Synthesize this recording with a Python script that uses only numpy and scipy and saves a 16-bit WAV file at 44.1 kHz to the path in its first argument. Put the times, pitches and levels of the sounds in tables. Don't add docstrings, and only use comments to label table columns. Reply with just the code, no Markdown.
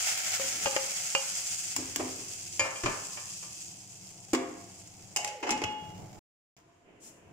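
import sys
import numpy as np
from scipy import signal
from scipy.fft import rfft, irfft, next_fast_len
from scipy.io import wavfile
from scipy.ndimage import uniform_filter1d

SR = 44100
rng = np.random.default_rng(int(sys.argv[2]) if len(sys.argv) > 2 else 0)


def put_to_file(sound):
    columns = np.atleast_2d(sound).T
    safe = np.clip(columns, -1, 1)
    whole_steps = np.round(safe * 32767)
    wavfile.write(sys.argv[1], SR, whole_steps.astype(np.int16))


N = 323064
TIME = np.arange(N) / SR
LID_ON_S, LID_LET_GO_S, LID_SHUT_S = 5.16, 5.48, 5.52
SILENCE_FROM_S, SILENCE_TO_S = 6.192, 6.566

# (time [s], relative level [dB])
FRYING_LEVEL = [(0.0, -34), (0.18, -38), (1.57, -39), (1.89, -45.5), (3.08, -45.5), (3.65, -49),
                (3.75, -52.5), (4.55, -58), (4.8, -57), (5.1, -60)]
# (frequency [Hz], level [dB])
HISS_SPECTRUM = [(300, -41.5), (1500, -18.5), (2250, -10.5), (2620, 6), (2900, -2.5), (3200, 3), (3600, -2),
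                 (4500, 4), (7000, 1.5), (10000, -2), (15000, -6)]
FIZZ_SPECTRUM = [(3000, -28.5), (7000, -5), (10000, 20.5), (15000, 3)]
SPATTER_SPECTRUM = [(150, -24), (400, -11.5), (570, -5), (730, 6.5), (900, -4), (1200, -6), (1430, 2.5),
                    (1750, -1.5), (2250, 6), (2620, 0), (2950, 1), (3300, -0.5), (5000, -2.5),
                    (9000, -13.5), (15000, -4)]
POP_SPECTRUM = [(500, -36), (2500, -12), (5000, 0), (8000, -1), (11000, -6), (15000, -10)]
SIMMER_SPECTRUM = [(25, -12), (60, -17.5), (100, 5.5), (140, -1.5), (190, 2.5), (240, -19), (305, -5.5),
                   (400, -14), (600, -16.5), (720, -9.5), (1000, -22.5), (2000, -39.5), (6000, -42)]

# (frequency [Hz], level [dB], t60 [s], left minus right [dB])
POT_MODES = [(539, 0, .27, 12), (572, -5, .14, 10), (822, -2, .3, 2), (868, -5, .22, 2), (1222, -7, .14, 0),
             (1600, -9, .08, 0), (2401, -7, .18, -4), (2510, -7, .11, -3), (2820, -2, .13, -7),
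             (3144, -12, .22, -3), (4479, -15, .15, 0), (4716, -15, .14, 0)]
LADLE_MODES = [(533, -4, .5, 8), (590, -8, .4, 6), (894, -9, .6, 0), (1055, -11, .6, 0), (1184, -8, .45, 0),
               (1735, -12, .65, 0), (2159, -8, .35, 0), (2397, 0, .26, 1), (2815, -15.5, .45, -3),
               (3144, -6, .18, 0), (4800, -10, .12, 0), (6935, -11, .14, 3), (7040, -13, .1, 0)]
PAN_MODES = [(260, -2, .46, 0), (306, -2, .44, 0), (344, -2.5, .34, 0), (383, -7.5, .4, 0),
             (426, -9, .38, 0), (520, -8, .35, 0), (694, -9, .48, 2), (781, -15, .4, 0), (1090, -17, .5, 0),
             (1200, -16, .25, 0), (1650, -16, .42, 0), (2213, -15, .45, -3), (2380, -17, .4, -3),
             (2900, -17, .3, -3), (3380, -18, .28, -3)]
HELD_LID_MODES = [(388, -20, .4, 3), (836, 1, .45, 2), (1030, -11, .2, 2), (2164, -5, .35, -3),
                  (2573, -8, .2, -3), (2790, 3, .08, -3), (2993, 1, .22, -3), (5020, 1, .05, 0),
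                  (5265, -14, .25, 0), (6045, -1, .065, 0), (7220, -4, .06, 0), (8656, -5, .06, 0)]
SEATED_LID_MODES = [(335, -14, .3, 2), (851, 0, 1.8, 0), (828, -14, .5, 0), (1227, -13, .13, 0),
                    (2150, -5, .33, -4), (2568, -5, .25, -5), (2864, -10, 1.0, -6), (2960, -4, .12, -4),
                    (3320, -17, .9, -4)]
# (time [s], crack level [dB], crack roll-off [Hz], crack decay [s],
# low ring [dB], middle ring [dB], high ring [dB])
POT_TAPS = [(.397, -32, 1500, .009, -29.5, -55, -48), (.658, -20, 2000, .005, -26, -25, -27),
            (.67, -27, 2400, .005, -29, -29, -28), (.728, -42, 1008, .02, -46.5, -32, -43),
            (.764, -16, 2300, .0045, -26.5, -31, -30), (1.15, -16.5, 2600, .0045, -26, -34, -19)]
LADLE_KNOCKS = [(2.595, -27, 4400, .008, -28, -27, -20.5), (2.603, -22.5, 2540, .0081, -30, -38, -33),
                (2.645, -29, 1340, .025, -60, -50, -59), (2.757, -60, 2200, .024, -58, -58, -37),
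                (2.834, -31, 3000, .021, -47, -30, -60), (2.859, -20, 1500, .011, -51, -25, -34),
                (3.172, -35.5, 2460, .0092, -60, -41, -46), (3.426, -45, 2000, .014, -61.5, -47, -55)]
PAN_KNOCKS = [(1.763, -21, 13000, 0.0056, -38, -52, -35), (1.785, -39.5, 700, 0.018, -39, -37.5, -50.5),
              (1.96, -16, 18000, .0028, -37.5, -44, -34.5), (1.993, -27.5, 730, 0.022, -32.5, -32, -39.5),
              (2.05, -44, 790, 0.036, -33, -39.5, -61), (2.19, -53.5, 700, 0.025, -56.5, -44, -57),
              (4.333, -24.5, 13000, .008, -17, -16.5, -23.5), (4.337, -19, 1000, 0.0047, -17.5, -30, -24),
              (4.347, -18.5, 2200, 0.0075, -28, -29.5, -31)]
LID_KNOCKS = [(5.162, -19.5, 16000, .004, -39, -33, -37), (5.17, -21.5, 14000, .0032, -39, -35, -40),
              (5.246, -22.5, 9000, .0028, -40, -45, -43), (5.275, -33, 9000, .008, -48, -52, -52),
              (5.427, -25.5, 1200, .016, -44, -44, -62), (5.466, -27, 1300, .022, -48, -49, -62),
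              (5.492, -19.5, 2000, .0045, -33, -28, -31), (5.506, -21, 7000, .009, -35, -33, -35),
              (5.52, -26.5, 3200, .011, -27, -30, -34), (5.576, -35, 3600, .007, -39, -42, -46),
              (5.617, -24, 1500, .007, -38, -35, -44), (5.638, -21, 2800, .005, -32.5, -34, -28.5)]
# (frequency [Hz], level [dB])
STEEL_CRACK_SPECTRUM = [(40, -37), (180, -8), (280, -5.5), (500, -1.5), (1000, 1.5), (1500, -0.5),
                        (2600, 3), (3000, 2.5), (3450, -4), (4600, 3), (8000, -0.5), (15000, 2)]
PAN_CRACK_SPECTRUM = [(40, -31), (180, -16.5), (300, -0.5), (600, -1.5), (1100, 2), (1450, -7), (1950, 2),
                      (2700, 0.5), (3600, -2.5), (5000, 2.5), (6200, -3), (7600, 3.5), (10000, -1),
                      (15000, 7.5)]
LID_CRACK_SPECTRUM = [(40, -27.5), (180, -23.5), (350, 2.5), (620, -4), (850, 1), (1200, -8), (1900, -4.5),
                      (2170, 5.5), (2380, -6), (2580, 9.5), (2780, -1), (3020, 0), (3450, -5.5), (5000, -1),
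                      (8000, -3), (15000, -1.5)]
THUMP_SPECTRUM = [(25, -6), (65, -8), (97, 7), (170, -8), (260, -6.5), (340, 0), (500, -20), (1500, -36.5),
                  (5000, -61.5)]
# (time [s], level [dB], decay [s])
STOVE_THUMPS = [(0.654, -34.5, 0.013), (1.782, -47, 0.45), (1.996, -56, 0.94), (2.595, -37.5, 0.052),
                (2.837, -26, 0.053), (5.504, -46, 0.1), (5.636, -31, 0.025)]

# (time [s], level
# [dB], attack [s], hold [s], decay [s])
RUMBLE_SWELLS = [(5.78, -43.5, 0.048, 0.33, 0.087), (7.16, -54, 0.16, .1, .1)]
RUSTLE_SWELLS = [(.42, -50, .03, 0.34, .1), (6.81, -56, 0.071, 0.41, .2)]
SWISH_SWELLS = [(6.995, -52, 0.049, 0.035, 0.057)]
# (frequency [Hz], level [dB])
RUSTLE_SPECTRUM = [(60, -8.5), (250, 3.5), (500, -0.5), (1200, -18), (2800, -14), (5000, -50.5)]
SWISH_SPECTRUM = [(300, -5), (1000, -15), (3000, -3), (6000, 1), (9000, 3), (15000, -1.5)]
ROOM_TONE_SPECTRUM = [(25, -11.5), (130, 5), (230, -4.5), (340, 3.5), (520, -7), (640, -8.5), (690, 9.5),
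                      (750, -15), (880, -9), (1000, -3), (1150, -11), (2600, -17), (6000, -29.5),
                      (15000, -33.5)]
# (frequency [Hz], gain [dB])
WALL_RESPONSE = [(60, 2.5), (300, 3.5), (1000, 4.5), (3000, 0), (7000, 0.5), (15000, -8)]
MIC_RESPONSE = [(100, -4), (3100, -1.5), (3750, -4.5), (4300, -4.5), (5100, 2), (6300, 5), (7100, 9.5),
                (8100, 1.5), (10000, -4), (13000, -8.5), (15000, -8.5)]


def sizzle():
    hiss_db = hiss_level()
    heat_db = hiss_db - hiss_db.max()
    rate = 16000 * undb(.55 * heat_db)
    hiss = bubbles(HISS_SPECTRUM, rate, spread_db=-1, smear_s=.0012) * undb(hiss_db + 1)
    fizz_db = hiss_db.max() + 1.8 * heat_db - 8
    fizz = bubbles(FIZZ_SPECTRUM, rate, spread_db=1.5, smear_s=.0016) * undb(fizz_db)
    spatter_db = np.maximum(-30 - 8.5 * TIME, -59.5) + 2.5 * lid_cover()
    spatter = bubbles(SPATTER_SPECTRUM, .4 * rate, spread_db=2, smear_s=.0045) * undb(spatter_db)
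    flicker = undb(1.19 * wander(52))
    return ((hiss + fizz) * sides(-.25) + spatter * sides(-.3)) * flicker


def hiss_level():
    return np.interp(TIME, *np.transpose(FRYING_LEVEL)) + 1 - 13.5 * lid_cover()


def bubbles(spectrum, rate, spread_db, smear_s, spots=10):
    t, out = TIME[:SR // 100], 0
    for _ in range(spots):
        size = undb(spread_db * np.minimum(rng.exponential(size=N), 6))
        bursts = (rng.random(N) < rate / spots / SR) * size * rng.choice([-1, 1], N)
        paths = rng.standard_normal((2, len(t))) * np.exp(-t / smear_s)
        out = out + signal.oaconvolve(bursts[None], unit(paths), axes=1)[:, :N]
    return unit(colour(out / np.sqrt(rate), spectrum))


def oil_pops():
    hiss_db = hiss_level()
    calm_db = .057 * (hiss_db.max() - hiss_db)
    return bubbles(POP_SPECTRUM, rate=70, spread_db=1.9, smear_s=.0009) * undb(hiss_db + calm_db - 8.5)


def steam_spurts(count=130, centre_hz=6800, typical_decay_s=.008):
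    out, t = np.zeros((2, N)), TIME[:SR // 20]
    hiss_db = hiss_level()
    level_db = hiss_db.mean() + .68 * (hiss_db - hiss_db.mean()) - 3
    times = rng.uniform(0, TIME[-1], count)
    for s, (size, pitch, length) in zip(times, rng.standard_normal((count, 3))):
        hz = min(centre_hz * 2 ** (.22 * pitch), SR / 3)
        band = signal.butter(1, [hz * .94, hz * 1.06], "band", fs=SR, output="sos")
        jet = unit(signal.sosfilt(band, rng.standard_normal((2, len(t)))))
        fade = np.exp(-t / (typical_decay_s * 2 ** (length / 2)))
        add(out, s, jet * fade * undb(level_db[int(s * SR)] + 2 * min(size, 2)))
    return out


def simmer():
    level_db = -56.5 + .9 * TIME - 17 * lid_cover()
    return wash(SIMMER_SPECTRUM, undb(level_db), throb_db=-1, throb_hz=20, pan_db=1.5)


def cookware():
    pot = strike(POT_TAPS, POT_MODES, STEEL_CRACK_SPECTRUM, groups_hz=(540, 850, 2400),
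                 room_db=-9.5, ring_send_db=-9, choke_db=-12, waver=.01)
    ladle = strike(LADLE_KNOCKS, LADLE_MODES, STEEL_CRACK_SPECTRUM, groups_hz=(540, 1200, 2400),
                   room_db=-3.5, ring_send_db=-17.5, choke_db=-.5)
    pan = strike(PAN_KNOCKS, PAN_MODES, PAN_CRACK_SPECTRUM, groups_hz=(260, 400, 1700),
                 room_db=-6.5, ring_send_db=-3, choke_db=-4, waver=.0064)
    return pot + ladle + pan


def lid_clatter(settles_s=5.87):
    held_knocks = [knock for knock in LID_KNOCKS if knock[0] < LID_LET_GO_S]
    seated_knocks = [knock for knock in LID_KNOCKS if knock[0] >= LID_LET_GO_S]
    held = strike(held_knocks, HELD_LID_MODES, LID_CRACK_SPECTRUM, groups_hz=(840, 3000, 7000),
                  room_db=-4, ring_send_db=-3, choke_db=-.5)
    seated = strike(seated_knocks, SEATED_LID_MODES, LID_CRACK_SPECTRUM, groups_hz=(850, 2300, 2900),
                    room_db=-7.5, ring_send_db=-2.5, choke_db=-13, waver=.002,
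                    free=fade_after(settles_s, decay_s=.08))
    return held + seated


def lid_cover():
    return ramp(LID_ON_S, LID_SHUT_S - LID_ON_S)


def strike(contacts, modes, spectrum, groups_hz, room_db, ring_send_db, choke_db, waver=.0015, free=1):
    cracks, metal = np.zeros((2, 2, N))
    t = TIME[:SR]
    chatter = unit(undb(-.5 * wander(600)))
    for s, crack_db, top_hz, decay_s, *groups_db in contacts:
        start = int(s * SR)
        softness = 247 / top_hz
        push = (1 + softness) * (1 - np.exp(-t / (softness * decay_s))) * np.exp(-t / decay_s)
        crack = unit(colour(stereo_noise(SR) * chatter[start:start + SR], spectrum, top_hz))
        add(cracks, s, crack * push * undb(crack_db))
        metal[:, start:] *= undb(choke_db)
        add(metal, s, ring(modes, groups_hz, groups_db, waver))
    metal = metal * free
    return np.array([cracks + metal, (cracks + metal * undb(ring_send_db)) * undb(room_db)])


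def ring(modes, groups_hz, groups_db, waver, scatter_db=1.5):
    t, out = TIME[:SR], 0
    for hz, db, t60, pan_db in modes:
        skew = min(hz / 1800, 1) ** 2 * np.pi / 4
        phase = rng.uniform(0, 2 * np.pi) + np.array([[skew], [-skew]])
        spot_db = np.interp(np.log(hz), np.log(groups_hz), groups_db)
        gain = undb(db + spot_db + scatter_db * rng.standard_normal())
        rocking = np.interp(t, np.linspace(0, 1, 60), rng.standard_normal(60))
        tone = np.sin(2 * np.pi * np.cumsum(hz * (1 + waver * rocking)) / SR + phase)
        out = out + gain * sides(pan_db) * tone * np.exp(-np.log(1000) * t / t60)
    return out


def pot_air(open_hz=756, shut_hz=281, width_hz=55, decay_s=.085):
    hz = np.sqrt(shut_hz ** 2 + (open_hz ** 2 - shut_hz ** 2) * (1 - lid_cover()))
    power = swells([(LID_ON_S, -51, .01, LID_SHUT_S - LID_ON_S, decay_s)]) ** 2
    for s, crack_db, _, contact_s, *_ in LID_KNOCKS:
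        power = power + contact_s * swells([(s, crack_db + 4, contact_s, 0, decay_s)]) ** 2
    noise = rng.standard_normal((2, 2, N))
    core = signal.sosfilt(signal.butter(2, width_hz, fs=SR, output="sos"), noise[0])
    skirt = signal.sosfilt(signal.butter(2, 3 * width_hz, fs=SR, output="sos"), noise[1])
    drive = unit(core) + undb(-8) * unit(skirt)
    phase = 2 * np.pi * np.cumsum(hz) / SR
    return unit(drive[0] * np.cos(phase) + drive[1] * np.sin(phase)) * np.sqrt(power) * sides(2.5)


def stove_thumps():
    out = np.zeros((2, N))
    for s, db, decay_s in STOVE_THUMPS:
        thud = unit(colour(stereo_noise(SR), THUMP_SPECTRUM))
        add(out, s, thud * np.exp(-TIME[:SR] / decay_s) * undb(db) * sides(1.4))
    return out


def tiled_walls(x, low_t60=.73, high_t60=.43, split_hz=3000, build_s=.0014):
    t, noise = TIME[:SR], stereo_noise(SR)
    low = signal.sosfiltfilt(signal.butter(2, split_hz, fs=SR, output="sos"), noise)
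    tail = low * np.exp(-np.log(1000) * t / low_t60)
    tail += (noise - low) * np.exp(-np.log(1000) * t / high_t60)
    tail = unit(tail * (1 - np.exp(-t / build_s))) / np.sqrt(SR)
    return signal.fftconvolve(x, colour(tail, WALL_RESPONSE), axes=1)[:, :N]


def kitchen_background():
    rumble = wash(SIMMER_SPECTRUM, swells(RUMBLE_SWELLS), throb_db=1.5, throb_hz=24, pan_db=0)
    tone_db = np.where(TIME < SILENCE_FROM_S, -70, -59.5)
    room_tone = wash(ROOM_TONE_SPECTRUM, undb(tone_db), throb_db=1.5, throb_hz=9.1, pan_db=.1)
    rustle = wash(RUSTLE_SPECTRUM, swells(RUSTLE_SWELLS), throb_db=1.2, throb_hz=34, pan_db=-1)
    swish = wash(SWISH_SPECTRUM, swells(SWISH_SWELLS), throb_db=1, throb_hz=39, pan_db=3)
    return rumble + room_tone + rustle + swish


def wash(spectrum, gain, throb_db, throb_hz, pan_db):
    rush = unit(colour(stereo_noise(N), spectrum))
    return rush * gain * undb(throb_db * wander(throb_hz)) * sides(pan_db)


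def gain_control(x, threshold_db=-31, share=.39, fall_db_per_s=22, attack_s=.053):
    keep = np.exp(-1 / (attack_s * SR))
    power = signal.lfilter([1 - keep], [1, -keep], np.mean(x ** 2, axis=0))
    level_db = 10 * np.log10(power + 1e-12)
    held_db = np.maximum.accumulate(level_db + fall_db_per_s * TIME) - fall_db_per_s * TIME
    return x * undb(-share * np.maximum(held_db - threshold_db, 0))


def colour(x, points, top_hz=np.inf):
    size = next_fast_len(x.shape[-1] + 4096, True)
    hz = np.maximum(np.fft.rfftfreq(4096, 1 / SR), 1)
    point_hz, db = np.transpose(points)
    gain = undb(np.interp(np.log(hz), np.log(point_hz), db)) / (1 + (hz / top_hz) ** 2)
    cepstrum = irfft(np.log(gain))
    cepstrum[1:len(hz) - 1] *= 2
    cepstrum[len(hz):] = 0
    impulse = irfft(np.exp(rfft(cepstrum)))
    return irfft(rfft(x, size) * rfft(impulse, size), size)[..., :x.shape[-1]]


def stereo_noise(size, apart_hz=900):
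    mid, side = rng.standard_normal((2, size))
    highpass = signal.butter(1, apart_hz, "high", fs=SR, output="sos")
    side = .22 * side + .85 * signal.sosfilt(highpass, side)
    return np.array([mid + side, mid - side])


def wander(rate_hz):
    step = int(SR / rate_hz)
    stairs = np.repeat(rng.standard_normal(N // step + 1), step)
    return 1.3 * uniform_filter1d(uniform_filter1d(stairs, step), step)[:N]


def swells(rows):
    return sum(undb(db) * ramp(s, attack_s) * fade_after(s + attack_s + hold_s, decay_s)
               for s, db, attack_s, hold_s, decay_s in rows)


def ramp(start_s, length_s):
    return np.clip((TIME - start_s) / length_s, 0, 1)


def fade_after(start_s, decay_s):
    return np.exp(-np.maximum(TIME - start_s, 0) / decay_s)


def sides(pan_db):
    return undb(np.array([[pan_db], [-pan_db]]) / 2)


def add(out, s, x):
    i = int(s * SR)
    out[:, i:i + x.shape[1]] += x[:, :N - i]


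def undb(db):
    return 10 ** (np.asarray(db) / 20)


def unit(x):
    return x / np.sqrt(np.mean(x ** 2))


def scene():
    direct, room_send = cookware() + lid_clatter()
    cooking = simmer() + sizzle() + oil_pops() + steam_spurts()
    cooking *= fade_after(SILENCE_TO_S, decay_s=.028)
    return cooking + direct + kitchen_background() + pot_air() + stove_thumps() + tiled_walls(room_send)


def record(dry):
    audible = (TIME < SILENCE_FROM_S) | (TIME > SILENCE_TO_S)
    sound = gain_control(colour(dry, MIC_RESPONSE)) * audible
    top_cut = signal.ellip(10, .2, 70, 15600, fs=SR, output="sos")
    return signal.sosfilt(top_cut, sound)


dry = scene()
out = record(dry)
put_to_file(out)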